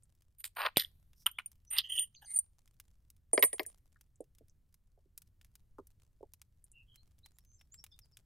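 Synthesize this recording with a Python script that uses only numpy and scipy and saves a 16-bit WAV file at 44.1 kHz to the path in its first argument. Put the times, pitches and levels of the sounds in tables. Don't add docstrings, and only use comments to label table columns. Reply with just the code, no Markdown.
import sys
import numpy as np
from scipy import signal
from scipy.fft import rfft, irfft, next_fast_len
from scipy.io import wavfile
from scipy.ndimage import map_coordinates

SR = 44100
rng = np.random.default_rng(int(sys.argv[2]) if len(sys.argv) > 2 else 0)


def bounce(signal):
    frames = np.transpose(np.atleast_2d(signal))
    limited = np.clip(frames, -1, 1)
    pcm = np.round(limited * 32767).astype(np.int16)
    wavfile.write(sys.argv[1], SR, pcm)


N = 363825

# (time [s], clack [dB], clack pitch [Hz], clack width [octaves],
# crack [dB], first mode [dB], second mode [dB])
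CONTACTS = [(.407, -66.5, 3000, .6, -72, -43.5, -49), (0.4422, -38, 3060, 0.5, -44.5, -32, -42),
            (.4515, -48.5, 3140, .68, -46, -36, -40), (.618, -32.5, 1800, 0.62, -73, -52.5, -62),
            (0.6632, -27, 2100, 0.53, -61.5, -53, -45.5), (0.7704, -19, 3400, .45, -26, -22, -21),
            (.78, -32.5, 3500, .31, -49, -27.5, -25), (.7975, -26.5, 4100, .22, -43.5, -33.5, -23),
            (.8062, -35, 3620, .3, -54, -36, -31), (.847, -37, 3320, .09, -78.5, -70, -78),
            (1.2648, -21, 3045, .11, -28.5, -22, -27), (1.3138, -66.5, 2880, 0.16, -71.5, -46.5, -45.5),
            (1.3868, -31.5, 2530, 0.2, -74, -40, -58), (1.4604, -60.5, 2742, 0.11, -78, -29.5, -47),
            (1.777, -35.5, 3350, .09, -54.5, -29.5, -46), (1.7844, -22, 4130, 0.3, -39, -33, -24),
            (1.9207, -33, 3167, 0.039, -72.5, -31, -53), (1.978, -30, 3070, .07, -65, -40.5, -50),
            (1.986, -27, 3030, 0.085, -58.5, -27.5, -54.5), (1.995, -36.5, 3065, .14, -53, -21.5, -53.5),
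            (2.347, -69, 4980, .5, -64, -25, -52), (2.361, -72, 4880, .34, -61.5, -22, -47),
            (2.376, -55.5, 4270, 0.087, -58, -22.5, -54), (2.3888, -68.5, 4150, 0.21, -51, -13, -35)]
# (time [s], clack [dB], clack pitch [Hz], crack [dB], thud [dB],
# first mode [dB], second mode [dB])
TUMBLE = [(3.3319, -48, 1020, -49.5, -24, -15, -40), (3.3775, -25.5, 1690, -45, -18, -35, -46),
          (3.393, -50, 1547, -53.5, -46, -26, -52), (3.4254, -25.5, 2700, -28, -39, -26, -12.5),
          (3.4305, -24.5, 2670, -39, -24.5, -26, -16), (3.4374, -32, 2500, -37, -37.5, -27.5, -16),
          (3.447, -62, 2489, -53.5, -53, -16.5, -23), (3.53, -47.5, 2220, -55.5, -37.5, -27, -44),
          (3.5948, -32, 2420, -74.5, -27.5, -50, -32), (3.6638, -82, 3006, -42, -56.5, -35, -47.5)]
# (frequency [Hz], level [dB])
GRAZE = [(180, -72.5), (300, -44), (762, -20.5), (1170, -17), (4370, -5.5), (5700, -20.5), (8940, 1),
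         (9880, -19), (12300, -8.5), (16000, -24)]
GRATE = [(120, -66.5), (200, -31), (581, 2), (738, 0), (1050, 5), (1980, -2.5), (2150, -8), (2480, -3),
         (3520, -12.5), (4400, -8.5), (5950, -43.5), (7800, -46.5), (9000, -27.5), (11700, -53),
         (19800, -120)]
CHATTER = [(200, -34.5), (900, -28), (1500, -11.5), (2000, -1.5), (2500, -18.5), (3000, -4.5), (3400, 0),
           (4200, -5), (5200, -8.5), (6800, -22.5), (9000, -18), (12400, -17.5), (14000, -35), (16000, -62)]
SCUFF = [(180, -58), (300, -41.5), (1080, 0.5), (1230, -4), (1380, 2.5), (1720, -7), (2980, -3),
         (6330, -35), (8000, -37), (10400, -52), (17600, -120)]
RASP = [(240, -74), (400, -44.5), (1020, -27), (1320, -15.5), (1450, -28.5), (2020, -13), (2200, -24),
        (3290, 1.5), (4730, -7.5), (5800, -28.5), (8000, -49.5), (10400, -89), (17600, -120)]
RUB = [(240, -77.5), (400, -51.5), (749, -15.5), (1710, -14.5), (2040, -1.5), (2260, -13.5), (2690, -1),
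       (4550, -20.5), (7610, -69.5), (8000, -52), (10400, -78), (17600, -120)]
BRUSH = [(400, -30.5), (850, 0.5), (1200, -32.5), (1650, 1), (2200, -36), (3050, -3.5), (4000, -28),
         (8000, -49)]
SQUEAK = [(600, -65), (1500, -45), (1950, -9), (2400, -31), (2900, 6.5), (3150, 9), (3800, -32),
          (5700, -33.5), (6250, -16.5), (6900, -45.5), (12400, -35), (13500, -58)]
WIPE = [(2000, -35), (4300, -9.5), (5600, 3.5), (7000, -12.5), (10000, -8), (14000, -3.5), (16000, -28)]
GLIDE = [(700, -37.5), (1700, -30.5), (2100, 2.5), (2500, -34.5), (3600, -29.5), (4300, -7), (5400, -38),
         (6250, -10.5), (7200, -35.5), (8500, 2), (10000, -21), (13000, -55)]
# (delay [s], length [s], start pitch [Hz], end pitch [Hz], level [dB])
TWITTER = [(0, .025, 6470, 6090, -0.5), (0.013, .027, 5160, 3820, 1.5)]
SEESAW = [(0, .046, 6480, 7940, -2.5), (.058, .05, 5056, 5780, -3)]
CHIRP = [(0, .042, 5700, 4450, 0.0012)]


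def flints():
    modes_hz = [9041, 11993, 14358]
    # (time [s], left over right [dB], then the phase between the channels of
    place = [(.55, -3, 0.49, -2, .3), (.8, -0.5, 0.19, -0.87, 0.26), (1.9, -2, 0.042, -1, 0.44),
             (2.4, 1, 1, 0.91, 0.45), (3.3, 3.5, 0.8, 1.89, 2.4)]
    t = np.arange(N) / SR
    left_db, clack_phase, first_phase, second_phase = curves(place)
    grind, (first, second, third) = slides()
    first = softened(amp(-2) * struck_ring(0) + first, seconds=.002)
    second = softened(struck_ring(1) + second, seconds=.0012)
    out = panned(clacks() + grind, left_db, clack_phase)
    phases, sides_db = (first_phase, second_phase, 0 * t), (-2.5, -4.2, -2)
    for hz, envelope, phase, side_db in zip(modes_hz, (first, second, third), phases, sides_db):
        tone = np.exp(1j * (2 * np.pi * hz * t + np.array([phase, -phase]) / 2))
        out += (envelope * tone).real * amp(np.array([[side_db], [-side_db]]) / 2)
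    return out


def clacks():
    heap_modes = [(1046.6, 0.046, -17), (2065, 0.046, -7.5), (4757, 0.044, -18.5)]
    touch = [(300, -5), (900, 2.5), (4700, 4), (6400, -16.5), (9000, -26.5)]
    edge = [(3000, -40.5), (6500, -6), (8200, -4), (10500, -1.5), (13000, -4.5), (14500, -13.5),
            (16000, -17.5)]
    out = np.zeros(N)

    def strike(s, clack_db, hz, octaves, crack_db):
        gap = hump(hz, octaves, depth_db=54.5)
        clack = burst(lambda f: gap(f) + along(touch, f), t60=.0084, tail_db=1.5)
        crack = burst(lambda f: along(edge, f), t60=.016, tail_db=6)
        graze = burst(lambda f: along(edge, f), t60=.03, tail_db=15.5)
        add(out, s, amp(clack_db + 20.5) * clack)
        add(out, s, amp(crack_db + 18) * crack)
        add(out, s - .004, amp(min(crack_db, -40) + 2) * graze)

    def palm(s, db):
        add(out, s, amp(db + 15.5) * burst(hump(220, .87, depth_db=63), t60=.05, tail_db=-13))

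    palm(.7705, db=-17.5)
    for s, clack_db, hz, octaves, crack_db, _, _ in CONTACTS:
        strike(s, clack_db, hz, octaves, crack_db)
        palm(s, clack_db - 35.5)
    for s, clack_db, hz, crack_db, thud_db, _, _ in TUMBLE:
        strike(s, clack_db, hz, octaves=.44, crack_db=crack_db)
        thud = burst(hump(422, .36, depth_db=60), t60=.07, tail_db=-.5)
        add(out, s + .0015, amp(thud_db + 19) * thud)
        for ring_hz, t60, ring_db in heap_modes:
            ring = burst(hump(ring_hz, .11, depth_db=61), t60, tail_db=1.5)
            add(out, s, amp(clack_db + 28.5 + ring_db) * ring)
    return out


def struck_ring(mode):
    held_t60, free_t60 = (.036, .035), (.11, .054)
    t = np.arange(N) / SR
    times = np.array([row[0] for row in CONTACTS + TUMBLE])
    levels_db = [row[-2:][mode] for row in CONTACTS + TUMBLE]
    latest = np.maximum(np.searchsorted(times, t) - 1, 0)
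    age = t - times[latest]
    t60 = np.where(latest < len(CONTACTS), held_t60[mode], free_t60[mode])
    onset = amp(levels_db) * np.exp(2j * np.pi * rng.random(len(times)))
    return (age >= 0) * amp(-60 * np.abs(age) / t60) * onset[latest]


def slides():
    # (start [s], push [s], release [s], grind [dB], grind swell [dB], first mode [dB],
    # second mode [dB], mode swell [dB], slip rate [1/s], slip scatter [dB], colour)
    strokes = [(0.382, 0.029, 0.025, -64.5, 15.5, -51, -53, 11.5, 1200, 4.5, GRAZE),
               (.44, 0.015, 0.048, -41.5, 3, -44.5, -50.5, 0, 1400, 3, GRAZE),
               (.556, .11, .05, -33, 10.5, -56.5, -57, -6, 890, 2.5, GRATE),
               (.772, 0.033, .08, -37.5, 0, -41.5, -38.5, -6, 880, 1.43, CHATTER),
               (1.155, .065, 0.07, -65.5, 14, -84, -85.5, -1.5, 2000, -0.5, WIPE),
               (1.26, 0.0066, 0.04, -33.5, 10, -39.5, -48, 4, 2200, 4.74, SCUFF),
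               (1.384, .004, 0.045, -41.5, 8.5, -57, -64.5, 2.5, 1720, 1, SCUFF),
               (1.7, .07, 0.039, -42, 18, -40.5, -51, -3.5, 2100, 1.5, RUB),
               (1.762, 0.04, 0.031, -28.5, 9.5, -47.5, -50, -2, 680, -5.9, RASP),
               (1.828, 0.025, 0.079, -47.5, 2.5, -88.5, -77.5, 0, 2300, 1, SQUEAK),
               (1.882, 0.14, 0.059, -42, 2, -32, -46, 19.5, 2500, 0, SQUEAK),
               (2.212, .02, 0.065, -59.5, 9.5, -69.5, -69, 2, 1200, 5.5, BRUSH),
               (2.25, 0.063, .09, -52.5, 27, -43.5, -71, 17, 900, 1, GLIDE),
               (2.315, 0.056, 0.029, -65.5, 0, -30.5, -50, 17.5, 820, -6.5, GLIDE),
               (2.415, .018, .04, -91, 0, -60, -78.5, 13, 900, 2.5, GLIDE)]
    grind, rings = np.zeros(N), np.zeros((3, N), complex)
    pole = np.exp(-np.pi * 55 / SR)
    lowpass = signal.butter(2, 900, fs=SR, output="sos")
    n = SR // 4
    t = np.arange(n) / SR
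    judders = amp(2.5 * wobble(per_s=130))
    for (s, push, release, grind_db, swell_db, first_db, second_db, ring_swell_db,
         rate, scatter_db, colour) in strokes:
        judder = unit(judders[int(s * SR):][:n])
        force = amp(grind_db) * stroke(t, push, release, swell_db) * judder
        shake = stroke(t, push, release, ring_swell_db) * judder
        slipping = rng.random(n) < rate / SR
        sizes = amp(scatter_db * np.clip(rng.standard_normal(n), -2, 2))
        slips = unit(slipping * sizes) + .21 * rng.standard_normal(n)
        scrape = signal.fftconvolve(force * unit(slips), pulse(lambda f: along(colour, f)))[:n]
        low_cut = 1 - (force / force.max()) ** .75
        add(grind, s, scrape - low_cut * signal.sosfiltfilt(lowpass, scrape))
        levels = amp(first_db) * shake, amp(second_db) * shake, amp(33) * force ** 3
        for ring, level in zip(rings, levels):
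            kicks = slips * np.exp(2j * np.pi * rng.random(n))
            swing = unit(signal.lfilter([1], [1, -pole], kicks))
            capped = swing / np.sqrt(np.abs(swing) ** 2 + .3)
            add(ring, s, np.sqrt(2) * level * unit(capped))
    return grind, rings


def stroke(t, push, release, swell_db):
    bite_share, release_db = .16, 43.5
    bite = np.sin(np.pi / 2 * np.clip(t / (bite_share * push), 0, 1)) ** 2
    push_left = np.clip(1 - t / push, 0, 1)
    letting_go = np.clip((t - push) / release, 0, None) ** 1.15
    return bite * amp(-swell_db * push_left - release_db * letting_go)


def handling():
    bumps = [(4.205, -34.5, 390), (4.409, -53.5, 353.4), (4.976, -61.5, 509), (5.058, -63, 297),
             (5.787, -40, 339), (6.208, -48, 420), (6.229, -39, 427)]
    chinks = [(0.034, -51, 8700), (.761, -34.5, 2732), (2.149, -50.5, 3050), (3.652, -52.5, 1980),
              (3.96, -59.5, 1494), (4.158, -58.5, 7600), (4.207, -45, 9000), (4.497, -57.5, 6430),
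              (5.784, -47.5, 1078), (6.229, -50, 803), (6.642, -43.5, 9630), (6.717, -45.5, 8600)]
    sharp_crackles = [(0.151, -59.5, -8), (0.2213, -55.5, 1), (1.1331, -51.5, 10.5), (1.517, -43, -6),
                      (1.9654, -33.5, -6), (2.677, -49.5, 4.5), (2.8, -34, -0.5), (3.1023, -41, -7),
                      (3.5824, -42, 9), (3.6318, -37.5, -7), (4.011, -45, -1.5), (4.3845, -49.5, -1.5),
                      (4.7427, -45, -4.5), (5.1777, -28, -12), (5.2198, -42, -2.5), (5.4134, -48.5, 8),
                      (5.447, -45, 2), (5.5545, -40, -1), (5.8706, -47, -16), (6.3363, -35, -6),
                      (6.4167, -37.5, -0.5), (6.9583, -42, -1), (7.2604, -40.5, 6), (7.3857, -43.5, -1),
                      (7.612, -49, 14.5), (7.743, -40.5, 4.5), (7.8405, -32, 1), (7.865, -44, 5.5),
                      (7.9906, -39, -2), (8.1709, -38.5, 1)]
    crackle_colour = [(290, -64.5), (500, -20), (2430, -7.5), (2850, -8), (6610, -6), (7420, -8),
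                      (11300, -5), (14200, -8), (16000, -12)]
    faint_per_s, faint_db, spread_db = 3.3, -58.5, 6.5
    out = np.zeros(N)

    def hit(s, peak_db, colour, t60, tail_db):
        sound = burst(colour, t60, tail_db)
        add(out, s, amp(peak_db) * sound / np.abs(sound).max())

    for s, db, hz in bumps:
        hit(s, db, hump(hz, .31, depth_db=59.5), t60=.062, tail_db=-1)
    for s, db, hz in chinks:
        hit(s, db, hump(hz, .17, depth_db=45), t60=.043, tail_db=1.5)
    faint_crackles = [(when * N / SR, faint_db + spread_db * (2 * size - 1), -1.5)
                      for when, size in rng.random((int(faint_per_s * N / SR), 2))]
    for s, db, low_db in sharp_crackles + faint_crackles:
        shelf = [(3000, low_db), (9000, 0)]
        hit(s, db, lambda f: along(crackle_colour, f) + along(shelf, f), t60=.027, tail_db=3.5)
    return out


def reflections(x):
    # (frequency [Hz], level [dB])
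    shimmer_colour = [(300, -18), (2000, -13), (9000, -18), (10300, 9), (10900, -2), (11300, 8),
                      (12000, -11.5), (12450, 8.5), (12800, 0), (13500, 11), (14200, 0.5), (14700, 19),
                      (15200, -14)]
    ground_colour = [(300, -7.5), (1200, -.5), (2500, -7), (6000, -27.5)]
    body_colour = [(200, 1), (600, 6), (2500, -1), (5000, 1.5), (8000, -8), (14000, -11)]
    delay_s = .0048
    ground = filtered(x, lambda hz: amp(along(ground_colour, hz)) * np.exp(-2j * np.pi * hz * delay_s))
    body = echo(x, t60=.0033, colour=body_colour)
    ambience = echo(x, t60=.22, colour=[(200, -6.5), (2500, 1), (6000, 1), (14000, -2.5)])
    shimmer = echo(x, t60=1.7, colour=shimmer_colour)
    return amp(-16) * ground + amp(-13.5) * body + amp(-26.5) * ambience + amp(-38) * shimmer


def birds():
    # (time [s], length [s], start pitch [Hz], end pitch [Hz], level [dB])
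    whistles = [(1.302, 0.11, 2890, 3800, -66), (1.666, .037, 5960, 6030, -58.5),
                (6.723, 0.12, 2774, 2723, -58), (6.86, .12, 3194, 3117, -63.5),
                (6.963, 0.06, 4040, 4280, -65.5), (7.227, 0.043, 3806, 4380, -61.5),
                (7.44, 0.16, 6320, 6160, -66.5), (7.912, 0.041, 3563, 3600, -56.5)]
    # (start [s], repeats, period [s], level [dB], change per repeat [dB], syllable)
    phrases = [(2.142, 3, 0.098, -55.5, -3, TWITTER), (7.331, 3, .19, -75, 11.5, SEESAW),
               (7.906, 3, .104, -60, -3.5, CHIRP)]
    out = np.zeros(N)
    blur = .45 + .45 * (wobble(330) + 1j * wobble(330))
    repeated = [(s + k * period + delay, length, start_hz, end_hz, db + k * change_db + note_db)
                for s, repeats, period, db, change_db, syllable in phrases
                for k in range(repeats)
                for delay, length, start_hz, end_hz, note_db in syllable]
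    for s, length, start_hz, end_hz, db in whistles + repeated:
        n = int(length * SR)
        tone = np.exp(2j * np.pi * np.cumsum(np.geomspace(start_hz, end_hz, n)) / SR)
        blurred = (tone * np.roll(blur, -int(s * SR))[:n]).real
        add(out, s, amp(db) * signal.windows.tukey(n, .7) * blurred)
    return out


def grainy_hiss():
    swell = [(0, -76.5), (.3, -90), (1.3, -85.5), (1.9, -79), (2.4, -81), (3.25, -89.5), (3.6, -74),
             (4.3, -93.5), (5.7, -90.5), (6, -79), (6.5, -90.5), (7.3, -79), (8.25, -81)]
    colour = [(100, 1.5), (500, 5.5), (2000, -2.5), (8000, 1.5), (13000, -3.5), (15500, -13)]
    ticks_per_s, tick_t60 = 45, .011
    hiss_db, = curves(swell)
    ticks = (rng.random(N) < ticks_per_s / SR) * amp(18 * rng.random(N))
    decay = amp(-60 * np.arange(SR // 50) / SR / tick_t60)
    grain = unit(.21 + unit(signal.fftconvolve(ticks, decay)[:N]))
    return amp(hiss_db - 4 + 2.1 * wobble(per_s=5.4)) * grain * hush(colour, side_db=-7.5)


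def open_air():
    colour = [(20, 2.5), (95, -1), (150, -11.5), (270, -24.5), (400, -30), (800, -39), (1600, -41),
              (2400, -44), (6000, -46), (12000, -44.5), (15300, -44.5), (16200, -53)]
    swell = [(0, -69), (5.5, -67.5), (7.2, -66), (8.25, -67)]
    air_db, = curves(swell)
    return amp(air_db + 1.1 * wobble(per_s=2.9)) * hush(colour, side_db=-16)


def amp(db):
    return 10 ** (np.asarray(db) / 20)


def unit(x):
    return x / np.sqrt(np.mean(np.abs(x) ** 2) + 1e-20)


def along(points, hz):
    f, v = np.transpose(points)
    return np.interp(np.log(hz + 1), np.log(f + 1), v)


def curves(rows):
    s, *cols = np.transpose(rows)
    return [np.interp(np.arange(N) / SR, s, c) for c in cols]


def wobble(per_s):
    knots = rng.standard_normal(int(N * per_s / SR) + 4)
    fine = np.arange(0, len(knots) - 1, 1 / 8)
    return np.interp(np.arange(N) * per_s / SR, fine, map_coordinates(knots, [fine]))


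def filtered(x, response):
    m = next_fast_len(N + SR // 2)
    return irfft(rfft(x, m) * response(np.fft.rfftfreq(m, 1 / SR)), m)[..., :N]


def pulse(colour, size=4096):
    gain = np.maximum(amp(colour(np.fft.rfftfreq(size, 1 / SR))), 1e-6)
    cepstrum = irfft(np.log(gain))
    cepstrum[1:size // 2] *= 2
    cepstrum[size // 2 + 1:] = 0
    click = irfft(np.exp(rfft(cepstrum)))
    return click / np.linalg.norm(click)


def hump(centre_hz, octaves, depth_db):
    floor = amp(-depth_db) ** 2
    return lambda hz: 10 * np.log10(np.exp(-.5 * (np.log2((hz + 1) / centre_hz) / octaves) ** 2) + floor)


def burst(colour, t60, tail_db):
    click = pulse(colour)
    n = len(click)
    rattle = rng.standard_normal(n) * amp(-60 * np.arange(n) / SR / t60)
    rattle = signal.fftconvolve(rattle, click)[:n]
    sound = click + amp(tail_db) * rattle / np.linalg.norm(rattle)
    return sound / np.linalg.norm(sound)


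def softened(envelope, seconds):
    window = signal.windows.hann(int(seconds * SR) + 3)
    return signal.fftconvolve(envelope, window / window.sum(), "same")


def add(track, s, sound):
    part = track[max(round(s * SR), 0):][:len(sound)]
    part += sound[:len(part)]


def panned(x, left_db, phase):
    gains = amp(np.array([left_db, -left_db]) / 2)
    pair = (signal.hilbert(x) * np.exp(.5j * np.array([phase, -phase]))).real
    return pair * gains / np.sqrt(np.mean(gains ** 2, axis=0))


def echo(x, t60, colour):
    t = np.arange(SR // 2) / SR
    tail = rng.standard_normal((2, len(t))) * amp(-60 * t / t60) * (1 - np.exp(-t / .00073))
    gain = amp(along(colour, np.fft.rfftfreq(SR, 1 / SR)))
    tail = irfft(rfft(tail / np.linalg.norm(tail[0]), SR) * gain, SR)[:, :len(t)]
    return signal.oaconvolve(np.atleast_2d(x), tail, axes=1)[:, :N]


def hush(colour, side_db):
    mid, side = filtered(rng.standard_normal((2, N)), lambda hz: amp(along(colour, hz)))
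    return unit(np.array([mid + amp(side_db) * side, mid - amp(side_db) * side]))


def scene():
    near, song = flints() + handling(), birds()
    space = reflections(near.mean(axis=0))
    leaves = echo(song, t60=.14, colour=[(2000, 0), (9000, -2)])
    return near + space + amp(-2) * song + amp(-3) * leaves + open_air() + grainy_hiss()


def record(dry):
    top_hz = 16100
    return filtered(dry, lambda hz: 1 / np.sqrt(1 + (hz / top_hz) ** 160))


dry = scene()
out = record(dry)
bounce(out)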